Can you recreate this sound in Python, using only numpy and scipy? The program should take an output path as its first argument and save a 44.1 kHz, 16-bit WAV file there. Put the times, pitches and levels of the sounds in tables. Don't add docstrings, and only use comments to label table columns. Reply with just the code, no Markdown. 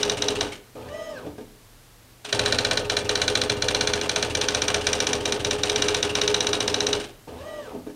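import sys
import numpy as np
from scipy import signal
from scipy.fft import rfft, irfft, next_fast_len
from scipy.io import wavfile
from scipy.ndimage import uniform_filter1d, minimum_filter1d, map_coordinates

SR = 44100
rng = np.random.default_rng(int(sys.argv[2]) if len(sys.argv) > 2 else 0)


def convert_level_to_amplitude(level_db):
    exponent = np.asarray(level_db, float) / 20
    return 10 ** exponent


def transcribe(u):
    v = np.clip(np.atleast_2d(u).T, -1, 1)
    q = np.round(v * 32767).astype(np.int16)
    wavfile.write(sys.argv[1], SR, q)


N = 350595
LEAD = SR // 4
COLUMN_S = .0624

# start_s, level_db
STRIKES = [(0.0296, -7.0), (0.096, -7.0), (0.2206, -8.0), (0.2831, -7.5), (0.4078, -7.5), (2.3262, -7.0),
           (2.3924, -7.0), (2.4588, -7.0), (2.5231, -6.0), (2.5854, -6.5), (2.6478, -6.0), (2.7102, -6.5),
           (2.7725, -6.5), (2.8974, -7.5), (2.967, -7.0), (3.0918, -7.0), (3.1541, -7.0), (3.2162, -6.0),
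           (3.2786, -5.5), (3.3525, -5.5), (3.4151, -7.0), (3.4967, -6.5), (3.6215, -7.5), (3.6839, -7.0),
           (3.7464, -6.5), (3.8087, -6.5), (3.872, -7.0), (3.9344, -6.0), (4.0119, -13.0), (4.0932, -7.5),
           (4.1593, -6.0), (4.2255, -7.5), (4.3501, -7.0), (4.4127, -8.0), (4.4843, -7.5), (4.5467, -8.0),
           (4.6183, -8.0), (4.6807, -7.5), (4.743, -7.5), (4.8676, -6.0), (4.9302, -8.0), (5.0018, -7.5),
           (5.0682, -8.0), (5.1306, -8.0), (5.2554, -9.0), (5.3218, -8.5), (5.4466, -8.5), (5.5089, -7.5),
           (5.6335, -6.5), (5.6961, -7.0), (5.7585, -7.5), (5.8208, -6.0), (5.8832, -6.5), (5.9456, -6.5),
           (6.0271, -6.5), (6.1519, -6.5), (6.2143, -6.0), (6.2767, -5.5), (6.3431, -6.0), (6.4052, -6.0),
           (6.468, -7.5), (6.5304, -7.5), (6.6039, -7.5), (6.6776, -8.0), (6.7417, -7.5), (6.8041, -7.0),
           (6.8666, -7.0), (6.929, -7.0)]
# time_s, place (0 left, 1 right)
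PLACE = [(0, .9), (.5, 1), (2.3, 0), (6.95, 1)]
# pitch_hz, t60_s, then level_db at left, one third, two thirds, right
PLATEN_MODES = [(560, .046, 8.5, -2, -5, -17), (654, 0.059, 1, -8, -3, -13), (900, 0.029, -5, -20, -3, -3),
                (1310, 0.035, 1, 3.5, 5, 1), (1504, 0.033, 8, 9.5, 4, 5), (1820, 0.02, 13.5, 3.5, 4, 0),
                (2362, 0.035, 8.5, 10.5, 10.5, 3.5), (2734, 0.022, -8, -29, -4, 3.5),
                (2927, 0.031, 5, 0.5, 5, 9.5), (3172, 0.024, 10, 12, 11, 9), (3443, 0.045, 2, 8, -12, -7),
                (3647, 0.015, 0, 4, 13.5, 14), (3807, 0.023, -10, 2, 19, 20.5),
                (3933, 0.037, 14.5, 15, 9.5, 15.5), (4170, .0216, 14, 19.5, 4, 12.5),
                (4506, 0.016, 15, 15, 10.5, 10), (4586, .013, 13, 5, 7, 4), (4994, 0.038, 1, 4, 6, 2),
                (5210, .0144, 1, -1, 11, 16), (5796, 0.021, 4, 12, 16.5, 14.5),
                (6180, 0.011, 2, 7, 12.5, 17.5), (6230, 0.016, 3.5, 15, 11, 7),
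                (6590, 0.023, 4, 5.5, 3, -8), (7020, 0.033, 1, 0, 3, -2), (7600, 0.064, -14, -16, -7, -14),
                (8500, 0.0048, -2, -9, 1, -7), (8720, 0.021, 1, 0, 0, -9), (9050, 0.033, -6, 1, 1, -4)]
# frequency_hz, relative_level_db (per Hz)
CRACK_SPECTRUM = [(410, -49), (700, -31), (1040, -11), (1450, 4), (2800, -2.5), (3990, 13.5), (4860, -8),
                  (5920, 4.5), (7590, -18.5), (9110, -15), (12000, -21.5), (16000, -32)]
# after_s, level_db (relative to the blow), time_scatter_s, mode_scatter_db
STROKE_CONTACTS = [(-.0016, -21, .00005, 3), (.0012, 0, 0, 1.4), (.0212, -19, .0003, 5)]
# after_s (from the cycle's start), push (signed, relative)
ADVANCE_STEPS = [(0, 1.48), (.004, -0.9), (0.0095, -0.15), (0.015, -1.36), (.022, 0.5), (0.025, -2),
                 (0.034, 1), (0.0406, -1), (.049, -0.6), (.056, 1.4)]
# centre_hz, width_hz, gain_db
CASE_MODES = [(225.4, 13.7, -15), (242.2, 13, -12), (262, 35.5, -9), (340.9, 10, -7.5), (426.8, 32, -7),
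              (512, 54, -7), (565, 114, -11.5), (792, 100, -17), (893, 31.6, -12), (1252, 100, -22.5)]
# centre_hz, width_hz, delay_s, then gain_db at left, middle, right
DESK_MODES = [(31.12, 4.7, 0.0134, 30, 26, 25), (81, 10, 0.0145, 14, 24, 15),
              (110.2, 14.3, 0.01518, 31.5, 25.3, 24.9), (289.5, 16, .036, 29, 33.8, 36.5)]
# middle_s, length_s (before stretching),
# hum_db (relative drive of the frame), whirr_db
WHEEL_TURNS = [(0.006, 0.022, -31, -40), (0.067, 0.056, -30.5, -36), (0.133, 0.036, -27.5, -39),
               (0.2, 0.042, -32, -41), (0.259, 0.053, -31.0, -40), (0.317, 0.039, -26.5, -40.5),
               (0.384, 0.029, -26.5, -41), (0.452, 0.036, -31, -41), (0.498, 0.067, -54, -45.5),
               (2.282, 0.084, -49, -47), (2.352, 0.055, -31, -35), (2.423, 0.057, -32, -35),
               (2.484, 0.064, -33.0, -32.5), (2.54, 0.043, -36, -31.5), (2.613, 0.061, -35, -40),
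               (2.673, 0.063, -37.5, -42), (2.734, 0.044, -37, -39), (2.792, 0.056, -38, -52),
               (2.871, 0.046, -37, -51), (2.931, 0.047, -33, -35), (2.998, 0.058, -33, -39),
               (3.067, 0.037, -34, -47), (3.121, 0.056, -32.5, -37), (3.183, 0.049, -32, -35),
               (3.25, 0.034, -36, -43), (3.315, 0.055, -32, -39), (3.385, 0.063, -38, -42),
               (3.45, 0.058, -33, -39), (3.524, 0.057, -33, -45), (3.597, 0.045, -34, -42),
               (3.652, 0.06, -33.5, -43), (3.71, 0.052, -33, -38), (3.774, 0.048, -34.5, -37),
               (3.835, 0.053, -32, -36.0), (3.896, 0.043, -35, -34.5), (3.97, 0.056, -35.5, -34.5),
               (4.049, 0.056, -38, -35), (4.12, 0.066, -41, -40), (4.193, 0.049, -31, -35),
               (4.26, 0.051, -34, -35.5), (4.324, 0.036, -37, -49), (4.387, 0.05, -34.0, -38),
               (4.445, 0.057, -35.5, -35), (4.516, 0.057, -32, -38), (4.576, 0.063, -36.0, -33),
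               (4.639, 0.05, -31, -36), (4.702, 0.047, -31.5, -31), (4.764, 0.065, -33, -35),
               (4.849, 0.047, -34, -44), (4.899, 0.07, -32, -35), (4.962, 0.057, -32.5, -34),
               (5.028, 0.05, -38, -32), (5.095, 0.043, -30, -31.5), (5.163, 0.051, -31.0, -37.5),
               (5.235, 0.036, -32, -42), (5.291, 0.048, -31, -36), (5.349, 0.048, -27, -37),
               (5.425, 0.047, -40, -45), (5.478, 0.039, -28.5, -40), (5.542, 0.049, -29, -38),
               (5.613, 0.033, -33, -42), (5.667, 0.05, -32, -35), (5.728, 0.054, -28, -36),
               (5.784, 0.055, -32, -34), (5.852, 0.04, -27, -32), (5.913, 0.048, -26.5, -35),
               (5.979, 0.057, -33, -34), (6.06, 0.041, -26.5, -35), (6.13, 0.057, -34.0, -43),
               (6.183, 0.041, -31.5, -31.5), (6.243, 0.041, -26, -33), (6.31, 0.045, -25, -34),
               (6.373, 0.039, -27.5, -39), (6.448, 0.039, -37, -38), (6.499, 0.039, -28, -44),
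               (6.573, 0.049, -31, -44), (6.644, 0.046, -30, -39), (6.714, 0.037, -27.5, -40),
               (6.781, 0.048, -30.5, -42), (6.84, 0.049, -31, -43), (6.908, 0.067, -31.5, -40),
               (6.968, 0.04, -32, -40), (7.034, 0.09, -67, -46)]
# start_s, level_db, clack_pitch_hz
WHEEL_CLACKS = [(.004, -23.5, 2960), (0.173, -22.5, 2870), (0.3551, -22.5, 2785), (.477, -33, 2540),
                (0.5235, -29.5, 2220), (.556, -40, 2570), (2.25, -25, 3380), (2.292, -29.5, 2770),
                (2.8497, -29.5, 2652), (3.049, -27, 2743), (3.5698, -30.5, 2860), (4.3015, -22, 2820),
                (4.811, -24, 2880), (4.845, -30, 1607), (5.207, -26.5, 3040), (5.2297, -44, 2870),
                (5.398, -24, 3050), (5.5853, -25.5, 3170), (6.095, -22.5, 2770), (7.001, -24, 2966),
                (7.043, -34, 3060), (7.089, -40, 3030)]
# start_s, level_db, clack_pitch_hz
RETURN_CLACKS = [(.756, -48, 2490), (.815, -44, 2500), (.885, -44, 1750), (1.18, -43, 1630),
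                 (1.265, -45, 3400), (1.383, -42.5, 1630), (1.41, -48, 2295), (7.281, -45, 3080),
                 (7.283, -51, 4200), (7.39, -47, 3887), (7.41, -44, 1730), (7.66, -43, 1600),
                 (7.695, -47, 2450), (7.872, -44.5, 1600), (7.9, -49, 1660)]
# after_s (from the blow), level_db (shifted by the blow's level),
# rise_s (time constant), t60_s, tilt_db (per octave)
CYCLE_CONTACTS = [(-.0016, -26, .0004, .03, 2), (.001, -24.5, .004, 0.13, -1),
                  (0.0209, -27.5, .0008, 0.073, 2.5), (.039, -30, .0015, 0.038, -1)]
# frequency_hz, relative_level_db (per Hz)
RATTLE_SPECTRUM = [(410, -9), (700, -3.5), (898, -7), (1380, -7.5), (1560, -4.5), (2020, -9.5), (2800, -4),
                   (4860, -12), (6070, -13.5), (7990, -19), (8760, -14), (9860, -24.5), (16000, -52)]
# start_s, brake_s, top_speed_hz (motor steps), belt_db, belt_tilt_db (per octave)
RETURNS = [(0.751, 1.106, 653.5, -36.5, 0.9), (7.272, 7.59, 644.5, -37.5, -0.5)]
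# multiple of the step rate, relative level_db in the first return, in the second
WHINE_OVERTONES = [(1, 13, 10.5), (3, 4.5, 6), (5, -4, -7), (6, -7, -8), (8, -3, -8), (9, -8, -17),
                   (10, -7, -11), (11, -8, -17), (13, -10, -9), (14, -19, -27)]
# multiple of the tooth rate, relative level_db
TOOTH_OVERTONES = [(1, -2), (2, -13), (3, -29), (4, -30), (5, -21)]
# after_s (from the start), speed (share of top speed)
SPEED_UP = [(0, .42), (.05, .62), (.1, .78), (.15, .93), (.195, 1)]
# after_s (from braking), speed (share of top speed)
SLOW_DOWN = [(0, 1), (.04, .92), (.075, .79), (.105, .62), (.135, .45), (.165, .27), (.2, .18), (.26, .096)]
# frequency_hz, gain_db
FRAME_RESPONSE = [(100, -10), (290, -8), (430, -7), (600, -2), (900, 11), (1100, 3), (1350, 1), (1600, 8),
                  (1800, 0), (1950, 2)]
# speed (share of top speed), level_db (before braking)
DESK_RUMBLE = [(.09, -68), (.17, -36), (.3, -42), (.42, -43), (.62, -47.5), (.9, -42.5), (1, -64)]
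# after_s, level_db (drive of the case), t60_s
START_JOLTS = [(.002, -32, 0.17)]
# after_s, level_db (drive of the case), t60_s
STOP_JOLTS = [(.142, -29.5, 0.3), (.16, -23.5, 0.075), (.277, -25, 0.1), (.305, -31, .15)]
# start_s, level_db (drive of the case), t60_s
LINE_START = (2.275, -30, 0.044)
# frequency_hz, t60_s
ROOM_DECAY = [(100, 0.69), (500, 0.5), (3000, 0.44), (10000, 0.21)]
# frequency_hz, relative_level_db (per Hz)
AIR_SPECTRUM = [(18, -39), (30, 1), (64, -11), (86, -10), (106, -4.5), (127, -29), (157, -13),
                (2350, -23.5), (2610, -24), (3980, -24), (4910, -25.5), (13700, -29.5), (16000, -36)]


def unit(x):
    return x / np.sqrt(np.mean(x ** 2) + 1e-20)


def along(points, hz):
    f, v = np.transpose(points)
    return np.interp(np.log(hz + 1), np.log(f + 1), v)


def filtered(x, response):
    size = next_fast_len(len(x) + SR // 2)
    return irfft(rfft(x, size) * response(np.fft.rfftfreq(size, 1 / SR)), size)[:len(x)]


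def noise(spectrum, tilt_db=0):
    def gain(hz):
        return convert_level_to_amplitude(along(spectrum, hz) + tilt_db * np.log2((hz + 1) / 4000))
    return unit(filtered(rng.standard_normal(N), gain))


def wobble(rate_hz):
    knots = rng.standard_normal(int(N * rate_hz / SR) + 4)
    return map_coordinates(knots, [np.arange(N) * rate_hz / SR])


def add(track, s, piece):
    first = LEAD + round(s * SR)
    track[first:][:len(piece)] += piece[:len(track) - first]


def bursts(rows):
    power, t = np.zeros(LEAD + N), np.arange(SR // 2) / SR
    for s, db, rise, t60 in rows:
        swell = convert_level_to_amplitude(db - 60 * t / t60) * (1 - np.exp(-t / rise))
        add(power, s, swell ** 2)
    return np.sqrt(power[LEAD:])


def resonance(hz, centre, width):
    return 1j * hz * width / (centre ** 2 - hz ** 2 + 1j * hz * width)


def hammer():
    blow_rms_db = -22.5
    tick_db, tick_damping = -26.5, 2.1
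    out, t = np.zeros(LEAD + N), np.arange(SR // 12) / SR
    modes = np.array(PLATEN_MODES)
    hz, t60, levels_db = modes[:, :1], modes[:, 1:2], modes[:, 2:]
    onset = 1 - np.exp(-(t / .00012) ** 2)
    sign = np.where(np.arange(len(hz)) % 3 == 1, -1, 1)[:, None]
    rings = sign * np.sin(2 * np.pi * hz * t) * onset
    long_rings = rings * convert_level_to_amplitude(-60 * t / t60)
    short_rings = rings * convert_level_to_amplitude(-60 * tick_damping * t / t60)
    chance = rng.standard_normal((len(STRIKES), len(STROKE_CONTACTS) + 3, len(modes) + 1))
    tick_times = rng.uniform(.008, COLUMN_S - .006, (len(STRIKES), 3))
    loose = noise(CRACK_SPECTRUM)
    alike = noise(CRACK_SPECTRUM)[:2 * len(t)].reshape(2, -1)
    crack_envelope = onset * convert_level_to_amplitude(13.5 - 60 * t / .036)
    for (s, db), luck, ticks in zip(STRIKES, chance, tick_times):
        place = np.interp(s, *np.transpose(PLACE))
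        mode_db = np.array([np.interp(place, [0, 1 / 3, 2 / 3, 1], row) for row in levels_db])
        size = convert_level_to_amplitude(db + blow_rms_db) / np.sqrt(np.mean((convert_level_to_amplitude(mode_db) @ long_rings) ** 2))
        grain = np.sqrt([1 - place, place]) @ alike + .4 * loose[round(s * SR):][:len(t)]
        crack = crack_envelope * grain
        for (after, contact_db, slip, scatter_db), r in zip(STROKE_CONTACTS, luck):
            ring = convert_level_to_amplitude(mode_db + scatter_db * r[1:]) @ long_rings
            add(out, s + after + slip * r[0], size * convert_level_to_amplitude(contact_db) * (ring + crack))
        for after, r in zip(ticks, luck[len(STROKE_CONTACTS):]):
            ring = convert_level_to_amplitude(mode_db + 5 * r[1:]) @ short_rings
            add(out, s + after, size * convert_level_to_amplitude(tick_db + 3 * r[0]) * ring)
    return out[LEAD:]


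def cycles():
    space_db = -5
    s = np.transpose(STRIKES)[0]
    gap = np.diff(s)
    is_space = (gap > 1.7 * COLUMN_S) & (gap < 4 * COLUMN_S)
    spaces = s[:-1][is_space] + COLUMN_S
    return np.r_[s[0] - COLUMN_S, s, spaces], np.r_[0, 0 * s, space_db + 0 * spaces]


def case(hz):
    return sum((-1) ** k * convert_level_to_amplitude(db) * resonance(hz, centre, width)
               for k, (centre, width, db) in enumerate(CASE_MODES))


def desk(pushes):
    place = np.interp((np.arange(len(pushes)) - LEAD) / SR, *np.transpose(PLACE))
    out = np.zeros(len(pushes))
    for centre, width, delay, *gains_db in DESK_MODES:
        drive = pushes * convert_level_to_amplitude(np.interp(place, [0, .5, 1], gains_db))
        out += filtered(drive, lambda hz: resonance(hz, centre, width) * np.exp(-2j * np.pi * hz * delay))
    return out


def advance():
    (start, level_db), (after, push) = cycles(), np.transpose(ADVANCE_STEPS)
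    chance = rng.standard_normal((len(start), 2, len(after)))
    at = LEAD + np.round((start[:, None] + after + 0.00025 * chance[:, 0]) * SR).astype(int)
    strength = push * convert_level_to_amplitude(level_db[:, None] + 1.7 * chance[:, 1])
    jolts = np.bincount(at.ravel(), strength.ravel(), LEAD + N)
    rows = []
    for s, db in zip(start, level_db):
        place = np.interp(s, *np.transpose(PLACE))
        rows.append((s + 0.0048, db - 5.0 - 4 * place, .006, .4))
    shudder = bursts(rows) * rng.standard_normal(N)
    sets_off = LEAD + np.round(start * SR).astype(int)
    pushes = np.bincount(sets_off, convert_level_to_amplitude(rng.normal(0, 1.6, len(start))), LEAD + N)
    pushes = filtered(pushes, lambda hz: 1 / (1 + 1j * hz / 150) ** 2)
    shaken = filtered(convert_level_to_amplitude(18.5) * jolts + np.pad(shudder, (LEAD, 0)), case)
    return (shaken + desk(pushes))[LEAD:]


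FRAME_HUM_HZ = 416.1


def wheel_turns():
    stretch, ring_width_hz = 1.25, 260
    hum, whirr = np.zeros(LEAD + N), np.zeros(LEAD + N)
    chance = rng.standard_normal((len(WHEEL_TURNS), 2))
    starts = np.sort(cycles()[0])
    for (middle, length, hum_db, whirr_db), (phase, detune) in zip(WHEEL_TURNS, chance):
        t = np.arange(round(stretch * length * SR)) / SR
        begin = middle - t[-1] / 2
        nearest = starts[np.argmin(np.abs(starts + COLUMN_S / 2 - middle))]
        since = t + begin - nearest
        swell = np.sin(np.pi * t / (len(t) / SR)) ** 0.69
        note = np.sin(2 * np.pi * (FRAME_HUM_HZ * since + 2 * detune * t) + .8 * phase)
        add(hum, begin, convert_level_to_amplitude(hum_db + 2) * swell * note)
        add(whirr, begin + 0.0046, convert_level_to_amplitude(whirr_db) * swell)
    rough = np.pad(convert_level_to_amplitude(1.07 * wobble(60)), (LEAD, 0), "edge")
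    ring = filtered(hum * rough, lambda hz: 1.03 * resonance(hz, FRAME_HUM_HZ, ring_width_hz))
    return ring[LEAD:] + whirr[LEAD:] * noise(RATTLE_SPECTRUM, -0.91) * convert_level_to_amplitude(3.85 * wobble(300))


def rattle():
    rise_s, t60_s = 0.005, 0.099
    wheel_share, return_share = 0.17, .45
    out, t = np.zeros(N), np.arange(N) / SR
    buzz, flutter = noise(RATTLE_SPECTRUM, 1), unit(wobble(350))
    for table, share in ((WHEEL_CLACKS, wheel_share), (RETURN_CLACKS, return_share)):
        for s, db, hz in table:
            clack = flutter * np.sqrt(2) * np.sin(2 * np.pi * hz * t)
            envelope = bursts([(s - 0.9 * rise_s, db, rise_s, t60_s)])
            out += envelope * (np.sqrt(1 - share) * buzz + np.sqrt(share) * clack)
    for after, level_db, rise, t60, tilt_db in CYCLE_CONTACTS:
        scatter = rng.normal(0, 2.13, len(STRIKES))
        rows = [(s + after, level_db + .5 * (db + 4.5) + d, rise, t60)
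                for (s, db), d in zip(STRIKES, scatter)]
        out += bursts(rows) * noise(RATTLE_SPECTRUM, tilt_db)
    return out * convert_level_to_amplitude(1.7 * wobble(350))


def carriage_return():
    whine_db, brake_gain_db, ramp_loss_db = -58, 3, 54
    hiss_db, hiss_loss_db = -51, 10
    rumble_db, brake_boom_db = -45, -15
    teeth_per_step = 15 / 16
    t, out = np.arange(N) / SR, np.zeros(N)
    rumble = unit(filtered(rng.standard_normal(N), case))
    hiss = noise(RATTLE_SPECTRUM, -1.8)
    boom = unit(filtered(rng.standard_normal(N), lambda hz: sum(
        resonance(hz, centre, width) for centre, width, *_ in DESK_MODES[1:3])))
    for which, (start, brake, top_hz, belt_db, tilt_db) in enumerate(RETURNS):
        gathering = np.interp(t - start, *np.transpose(SPEED_UP))
        stopping = np.interp(t - brake, *np.transpose(SLOW_DOWN))
        speed = np.clip(np.where(t < brake, gathering, stopping), 0, 1)
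        slow, braking = 1 - speed, np.clip((t - brake) / 0.042, 0, 1)
        hunting = (2.2 - .9 * braking) * slow * wobble(200) + .06 * wobble(60)
        turns = 2 * np.pi * np.cumsum(top_hz * speed) / SR + hunting
        whine = np.zeros(N)
        for k, *levels_db in WHINE_OVERTONES:
            frame_db = along(FRAME_RESPONSE, k * top_hz * speed)
            high_loss_db = 3.7 * max(k - 3, 0) * slow
            flicker_db = (2.5 + 2.6 * slow) * wobble(40)
            whine += convert_level_to_amplitude(levels_db[which] + frame_db - high_loss_db + flicker_db) * np.sin(k * turns)
        whine *= convert_level_to_amplitude(whine_db + brake_gain_db * braking - ramp_loss_db * slow * (1.5 - 1.3 * braking))
        teeth = teeth_per_step * turns + 0.54 * wobble(45)
        belt = np.zeros(N)
        for k, db in TOOTH_OVERTONES:
            belt += convert_level_to_amplitude(db + tilt_db * np.log2(k) + 3 * wobble(45)) * np.sin(k * teeth)
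        belt *= convert_level_to_amplitude(belt_db - 30 * slow - 3.9 * braking)
        desk_db = np.interp(speed, *np.transpose(DESK_RUMBLE)) + brake_boom_db * braking * speed
        case_db = rumble_db + 3.1 * slow * (4.5 - braking) - 7.9 * slow * braking
        sound = np.sqrt(2) * (whine + belt) + convert_level_to_amplitude(hiss_db - hiss_loss_db * slow ** 2) * hiss
        sound += convert_level_to_amplitude(case_db) * rumble + convert_level_to_amplitude(desk_db) * boom
        end = brake + SLOW_DOWN[-1][0]
        out += sound * np.clip(np.minimum((t - start) / 0.011, (end - t) / 0.094), 0, 1)
    return out


def return_jolts():
    rows = []
    for start, brake, *_ in RETURNS:
        for at, table in ((start, START_JOLTS), (brake, STOP_JOLTS)):
            rows += [(at + after, db, t60) for after, db, t60 in table]
    return rows


def thumps():
    tilt_db, knock_db, ring_db = -6, 24, -5
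    jolts = return_jolts()
    rows = [(s, db, .002, t60) for s, db, t60 in jolts + [LINE_START]]
    shake = bursts(rows) * rng.standard_normal(N)
    s, db, _ = np.transpose(jolts)
    knocks = np.bincount(np.round(s * SR).astype(int), convert_level_to_amplitude(db + knock_db), N + SR)[:N]

    def body(hz):
        dull = convert_level_to_amplitude(tilt_db * np.log2((hz + 50) / 350))
        frame_ring = convert_level_to_amplitude(ring_db) * resonance(hz, *DESK_MODES[3][:2])
        return (case(hz) + 0.29 * resonance(hz, FRAME_HUM_HZ, 30)) * dull + frame_ring
    return convert_level_to_amplitude(21) * filtered(shake + knocks, body)


def room(x):
    hz, t, z = signal.stft(rng.standard_normal(SR // 2), SR, nperseg=256)
    hz = hz[:, None]
    decay = convert_level_to_amplitude(-2.5 * np.log2(hz / 500 + 1) - 60 * t / along(ROOM_DECAY, hz))
    tail = signal.istft(z * decay, SR, nperseg=256)[1]
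    delayed = np.pad(x, (300, 0))
    return signal.fftconvolve(delayed, tail / np.linalg.norm(tail))[:N]


def quiet():
    air_db, hum_hz, hum_db = -52.5, 121, -60
    phase = 2 * np.pi * hum_hz * np.arange(N) / SR + 1.7 * wobble(13)
    hum = convert_level_to_amplitude(hum_db + 1.1 * wobble(15)) * np.sqrt(2) * np.sin(phase)
    return convert_level_to_amplitude(air_db) * noise(AIR_SPECTRUM) + hum


def scene():
    machine = hammer() + advance() + wheel_turns() + rattle() + carriage_return() + thumps()
    machine = filtered(machine, lambda hz: (1j * hz / (60 + 1j * hz)) ** 2)
    return (machine + convert_level_to_amplitude(-14.0) * room(machine) + quiet())[None]


def top_cut(x):
    return signal.sosfilt(signal.butter(12, 16500, fs=SR, output="sos"), x)


def record(dry):
    limit, top_hz = .5, 15800
    needed = np.minimum(1, limit / (np.abs(dry[0]) + 1e-9))
    gain = uniform_filter1d(minimum_filter1d(needed, size=41), size=41)
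    mix = filtered(dry[0] * gain, lambda hz: hz < top_hz)[None]
    return top_cut(mix)


dry = scene()
out = record(dry)
transcribe(out)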